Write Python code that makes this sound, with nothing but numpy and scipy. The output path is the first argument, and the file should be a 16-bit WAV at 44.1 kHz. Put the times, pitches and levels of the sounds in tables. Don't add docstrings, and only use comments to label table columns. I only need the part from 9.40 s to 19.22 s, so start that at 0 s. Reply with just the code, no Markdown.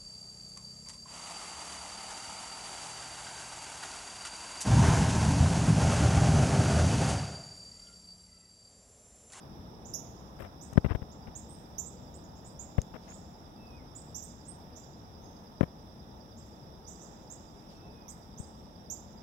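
import sys
import numpy as np
from scipy import signal
from scipy.io import wavfile

SR = 44100
rng = np.random.default_rng(int(sys.argv[2]) if len(sys.argv) > 2 else 0)


def output_pcm(signal):
    pcm = np.clip(np.atleast_2d(signal).T, -1, 1) * 32767
    wavfile.write(sys.argv[1], SR, np.round(pcm).astype(np.int16))


N = 433062
TIME = np.arange(N) / SR

# t/s, start f/Hz, top f/Hz, level/dB before the distance trim, direct over scatter/dB
CHIP_CUES = [(0.448, 5660, 7400, -34, -13), (0.536, 5000, 6900, -20.5, -3.5), (1.208, 5400, 8540, -37, -5),
             (1.713, 5650, 7460, -46, -2), (1.951, 6100, 7600, -30, -4.5), (1.956, 6950, 9000, -42, 4),
             (2.088, 8000, 8620, -40.5, -7), (2.381, 5480, 7420, -20.5, 0), (2.455, 6730, 7860, -32, -2),
             (2.739, 6400, 8600, -42.5, 3), (2.837, 5900, 7200, -48, -1), (2.953, 5800, 7500, -49.5, -7),
             (3.045, 6300, 8900, -42, -4), (3.19, 6130, 7600, -29, -5), (3.678, 6130, 7380, -38, -21),
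             (3.728, 6630, 7900, -40, -2), (4.549, 6440, 8260, -33.5, -8), (4.745, 5270, 7520, -24.5, -6.5),
             (4.820, 5350, 8600, -33.5, 0.5), (5.049, 6300, 8100, -44.5, -4), (5.081, 8150, 8550, -33.5, 6),
             (5.353, 5140, 7420, -35.5, -12), (5.815, 5960, 6370, -43.5, -39),
             (6.964, 5950, 7730, -43.5, -17), (7.464, 5270, 7820, -32.5, -19),
             (7.604, 5400, 7740, -37.5, -17), (7.899, 5820, 7740, -31.5, -7),
             (8.679, 5200, 8400, -33.5, -2), (8.974, 5700, 8700, -36, -6), (9.499, 5440, 7480, -22.5, -2.5)]


def bird_chips(usual_top_hz=7420, usual_length_s=.023, quiver_hz=110, fade_db=6, distance_db=-10):
    out, quiver, tremble = np.zeros((2, N)), drift(180), drift(280)
    for s, start_hz, top_hz, level_db, direct_db in CHIP_CUES:
        stretch = (top_hz / usual_top_hz) ** 2.5
        bend = 2.1 / stretch
        progress = np.linspace(0, 1, int(usual_length_s * stretch * SR), endpoint=False)
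        span = int(s * SR) + np.arange(len(progress))
        glide_hz = top_hz - (top_hz - start_hz) * (1 - progress) ** bend
        phase = phase_of(glide_hz + quiver_hz * quiver[span] * (1 - progress))
        shape = signal.windows.tukey(len(progress), .23) * from_db(.5 * tremble[span] - fade_db * progress)
        swell = from_db(level_db) * rms_one(shape)
        add(out, s, pan(-24) * woods(swell * np.sin(phase), direct_db))
        octave_db = -14.5 - .01 * (start_hz - 5330) + .4 * direct_db + 14 * (.22 - progress)
        octave = swell * from_db(octave_db) * np.sin(2 * phase)
        add(out, s, pan(-7.5) * woods(octave, direct_db - 1))
    return from_db(distance_db) * out


# t/s, thud level/dB, thud f/Hz, hardness/dB (0 is firm, far below is the soft finger pad)
KNOCK_CUES = [(1.328, -29.5, 110, 5), (1.358, -24, 119, -6), (1.377, -3, 122, -5.5),
              (1.4463, -15, 109, 4.5), (1.4612, -16, 96, -0.5), (1.508, -20, 61, 4.5),
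              (1.550, -18.5, 68, 7), (1.620, -27, 85, 2.5), (3.3838, -11, 82, 1.5), (6.2097, -7, 155, 1.5),
              (6.2318, -15, 125, 4.5), (9, -27.5, 90, -10)]
# f/Hz, level/dB against the thud, extra dB per dB of thud level
CASING_MODES = [(346, -11.5, 2.7), (513, -10.5, 0.5), (1510, -5, 1.9)]


def finger_knocks(thud_spread=1.81, ring_spread=1.12, crack_db=-17, grit_db=-15, grit_t60=.014):
    out, t = np.zeros(N), TIME[:SR // 10]
    click = signal.unit_impulse(len(t))
    for s, thud_db, thud_hz, hard_db in KNOCK_CUES:
        thud = filtered(click, [thud_hz / thud_spread, thud_hz * thud_spread], "band")
        grit = from_db(grit_db - 60 * t / grit_t60) * filtered(rng.standard_normal(len(t)), 740, "high")
        crack = filtered(click + grit, [300, 900], "band", order=1)
        crack = filtered(crack, 2700, "low", order=3)
        layers = [(thud, 0), (crack, hard_db + crack_db)]
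        for hz, ring_db, growth in CASING_MODES:
            ring = filtered(click, [hz / ring_spread, hz * ring_spread], "band")
            layers.append((ring, hard_db + ring_db + growth * thud_db))
        for layer, layer_db in layers:
            add(out, s, -from_db(thud_db + layer_db) * layer / abs(layer).max())
    return out


def finger_skids(lead_s=.0054, length_s=.018, grip_limit_db=-32.5):
    return [(s - lead_s, length_s, min(thud_db + hard_db - 22, grip_limit_db), 360, -26.5)
            for s, thud_db, _, hard_db in KNOCK_CUES]


# t/s, length/s, level/dB, roll-off f/Hz, hiss/dB against the level
RUB_CUES = [(0.983, 0.069, -41.5, 338, -16.5), (1.036, 0.048, -48, 600, -20),
            (1.482, 0.025, -41, 1200, -28), (1.505, 0.033, -32, 247, -46), (1.867, 0.031, -42.5, 140, -32),
            (3.535, 0.039, -41, 326, -29), (3.666, 0.066, -54, 2500, -19)]


def finger_rubs(grain_db=4.5, skin_hz=1900, hiss_hz=7100):
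    out = np.zeros(N)
    slips = rng.standard_normal(N) * from_db(grain_db * drift(110))
    for s, length, level_db, corner_hz, hiss_db in RUB_CUES + finger_skids():
        size = int(length * SR)
        stroke = rms_one(slips[int(s * SR):][:size] * signal.windows.tukey(size, .5))
        stroke = np.pad(stroke, (0, SR // 20))
        scuff = filtered(stroke, corner_hz, "low", order=1)
        scuff = filtered(scuff, skin_hz, "low", order=1)
        scuff = filtered(scuff, 3300, "low", order=4)
        scuff = filtered(scuff, 42, "high")
        scuff /= np.sqrt(np.sum(scuff ** 2) / size)
        hiss = from_db(hiss_db) * filtered(stroke, hiss_hz, "high")
        add(out, s, from_db(level_db) * (scuff + hiss))
    return out


# t/s, burst level/dB before filtering
TICK_CUES = [(1.333, -42.5), (3.417, -33.5)]


def casing_ticks(t60=.0073, snap_hz=6100, snap_db=8):
    bursts, t = np.zeros(N), TIME[:SR // 20]
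    for s, level_db in TICK_CUES:
        add(bursts, s, from_db(level_db - 60 * t / t60) * rng.standard_normal(len(t)))
    snap = filtered(bursts, [snap_hz - 300, snap_hz + 300], "band", order=1)
    return filtered(bursts, [4400, 8500], "band", order=1) + from_db(snap_db) * snap


# first pulse t/s, pulse rate/Hz, f/Hz, sag per cycle/Hz, start level/dB, end level/dB
CRICKET_VOICES = [(.025, 9.434, 4945, 600, -66, -58), (.04, 9.6, 5460, 300, -64, -64),
                  (.07, 11.2, 5860, 120, -69, -66)]


def crickets(waver_hz=30, flutter_db=1, rasp_db=2.5, sharpness=15):
    out = np.zeros(N)
    for first_s, per_s, hz, sag_hz, start_db, end_db in CRICKET_VOICES:
        stroke = ((TIME - first_s) * per_s + .5) % 1 - .5
        pulses = np.abs(np.cos(np.pi * stroke)) ** sharpness
        pitch = hz - sag_hz * stroke + waver_hz * drift(94.5)
        level_db = np.linspace(start_db, end_db, N) + flutter_db * drift(2.9) + rasp_db * drift(150)
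        out += from_db(level_db) * pulses * np.sin(phase_of(pitch))
    return pan(-21) * woods(out, direct_db=0)[:, :N]


# t/s, length/s, level/dB
WHISTLE_CUES = [(4.17, .26, -60.5), (8.33, .42, -65.5)]
# share of the length, f/Hz, level/dB against the cue
WHISTLE_CONTOUR = [(0, 2620, -12), (.28, 2616, 0), (.5, 2524, -7), (.76, 2480, -6), (.84, 2160, -4),
                   (1, 2060, -8)]


def far_whistles(waver_hz=32):
    out = np.zeros(N)
    share, hz, contour_db = np.transpose(WHISTLE_CONTOUR)
    for s, length, level_db in WHISTLE_CUES:
        progress = (TIME - s) / length
        swell = np.interp(progress, share, from_db(level_db + contour_db), left=0, right=0)
        pitch = np.interp(progress, share, hz) + waver_hz * drift(65)
        out += swell * np.sin(phase_of(pitch))
    return woods(out, direct_db=-6)[:, :N]


# t/s, length/s, level/dB
RUSTLE_CUES = [(3.58, .26, -66), (8.28, .14, -64)]


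def leaf_rustles(band_hz=(2500, 6500)):
    swell = sum(np.interp(TIME, [s, s + length / 4, s + length], [0, from_db(db), 0])
                for s, length, db in RUSTLE_CUES)
    return pan(2.5) * swell * rms_one(filtered(rng.standard_normal((2, N)), band_hz, "band"))


# centre f/Hz, width/Hz, level/dB, left over right/dB
INSECT_BANDS = [(3600, 460, -71.5, -9), (4984, 260, -76, -13), (5345, 490, -66, -40), (5790, 330, -77, -36),
                (2650, 54, -95, 3)]


def insect_chorus(throb_db=1.1):
    out = np.zeros((2, N))
    for hz, width_hz, level_db, pan_db in INSECT_BANDS:
        band = filtered(rng.standard_normal((2, N)), [hz - width_hz / 2, hz + width_hz / 2], "band")
        out += pan(pan_db) * rms_one(band) * from_db(level_db + throb_db * drift(27))
    return out


# f/Hz, relative level/dB
AIR_EQ = [(25, -13), (45, -3), (70, 3), (115, -2), (180, 1.5), (280, -5), (420, -9.5), (850, -9.5),
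          (1150, -16.5), (1450, -20), (1850, -31), (3000, -31.5), (4400, -37.5), (9000, -41), (15000, -38)]
# f/Hz, left-right correlation (1 is mono)
AIR_CORRELATION = [(60, 1), (99, 0.74), (160, 1.03), (270, 0.8), (450, 0.84), (740, 0.24), (1220, -0.58),
                   (2010, 0.27), (3330, 0.0), (5500, -0.4), (9080, -0.05), (15000, 0.03)]
# f/Hz, left over right/dB
AIR_BALANCE = [(90, 3), (300, 1.5), (750, -2), (1400, -5), (2100, 5.5), (5000, -11.5), (9000, 3)]


def outdoor_air(start_db=-48, settled_db=-50, settle_s=3.3, wander_db=1):
    out, edges = 0, 21 * 2 ** np.arange(0, 10.1, .5)
    white = rng.standard_normal((2, 2, N))
    for k, (low, high) in enumerate(zip(edges, edges[1:])):
        mid, side = filtered(white[k % 2], [low, high], "band", order=3)
        hz = np.sqrt(low * high)
        alike = np.clip(at_hz(AIR_CORRELATION, hz), -1, 1)
        band = np.sqrt(1 + alike) * mid + np.sqrt(1 - alike) * side * [[1], [-1]]
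        gain = from_db(at_hz(AIR_EQ, hz) + wander_db * drift(4.1))
        out = out + pan(at_hz(AIR_BALANCE, hz)) * gain * band
    return rms_one(out) * from_db(settled_db + (start_db - settled_db) * np.exp(-TIME / settle_s))


def woods(x, direct_db, leaf_t60=.032, trunk_t60=.18, tail_t60=.86, build_s=.0048):
    t = TIME[:SR]
    early = from_db(3.5 - 60 * t / leaf_t60) + from_db(-60 * t / trunk_t60)
    tail = from_db(-19 - .9 * direct_db - 60 * t / tail_t60)
    clumps = from_db(2 * drift(60)[:SR])
    envelope = (early + tail) * clumps * (1 - np.exp(-t / build_s))
    paths = rms_one(rng.standard_normal((2, len(t))) * envelope) / np.sqrt(len(t))
    paths[:, 0] += from_db(direct_db)
    heard = signal.fftconvolve(x[None], paths, axes=1)
    return heard * np.sqrt(np.sum(x ** 2) / np.sum(heard ** 2, axis=1, keepdims=True))


def drift(rate_hz):
    pole = np.exp(-200 * np.pi * rate_hz / SR)
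    steps = rng.standard_normal(N // 100 + 1002)
    slow = signal.lfilter([1], [1, -2 * pole, pole * pole], steps)[1000:]
    return np.interp(np.arange(N) / 100, np.arange(len(slow)), rms_one(slow))


def phase_of(hz):
    return 2 * np.pi * np.cumsum(hz) / SR


def from_db(db):
    return 10 ** (np.asarray(db) / 20)


def rms_one(x):
    return x / np.sqrt(np.mean(x ** 2) + 1e-20)


def at_hz(points, hz):
    points_hz, values = np.transpose(points)
    return np.interp(np.log(hz), np.log(points_hz), values)


def filtered(x, hz, kind, order=2):
    sos = signal.butter(order, np.clip(hz, 10, .45 * SR), kind, fs=SR, output="sos")
    return signal.sosfilt(sos, x + 1e-18)


def pan(db):
    return rms_one(from_db([[db / 2], [-db / 2]]))


def add(out, s, sound):
    start = max(round(s * SR), 0)
    part = out[..., start:start + sound.shape[-1]]
    part += sound[..., :part.shape[-1]]


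def scene():
    garden = bird_chips() + far_whistles() + crickets() + insect_chorus() + leaf_rustles() + outdoor_air()
    fingers = (finger_knocks() + finger_rubs()) * from_db([[0], [-34]])
    return garden + fingers + casing_ticks() * pan(1)


def record(dry):
    return signal.sosfilt(signal.ellip(10, .1, 80, 15800, fs=SR, output="sos"), dry)


dry = scene()
out = record(dry)
output_pcm(out)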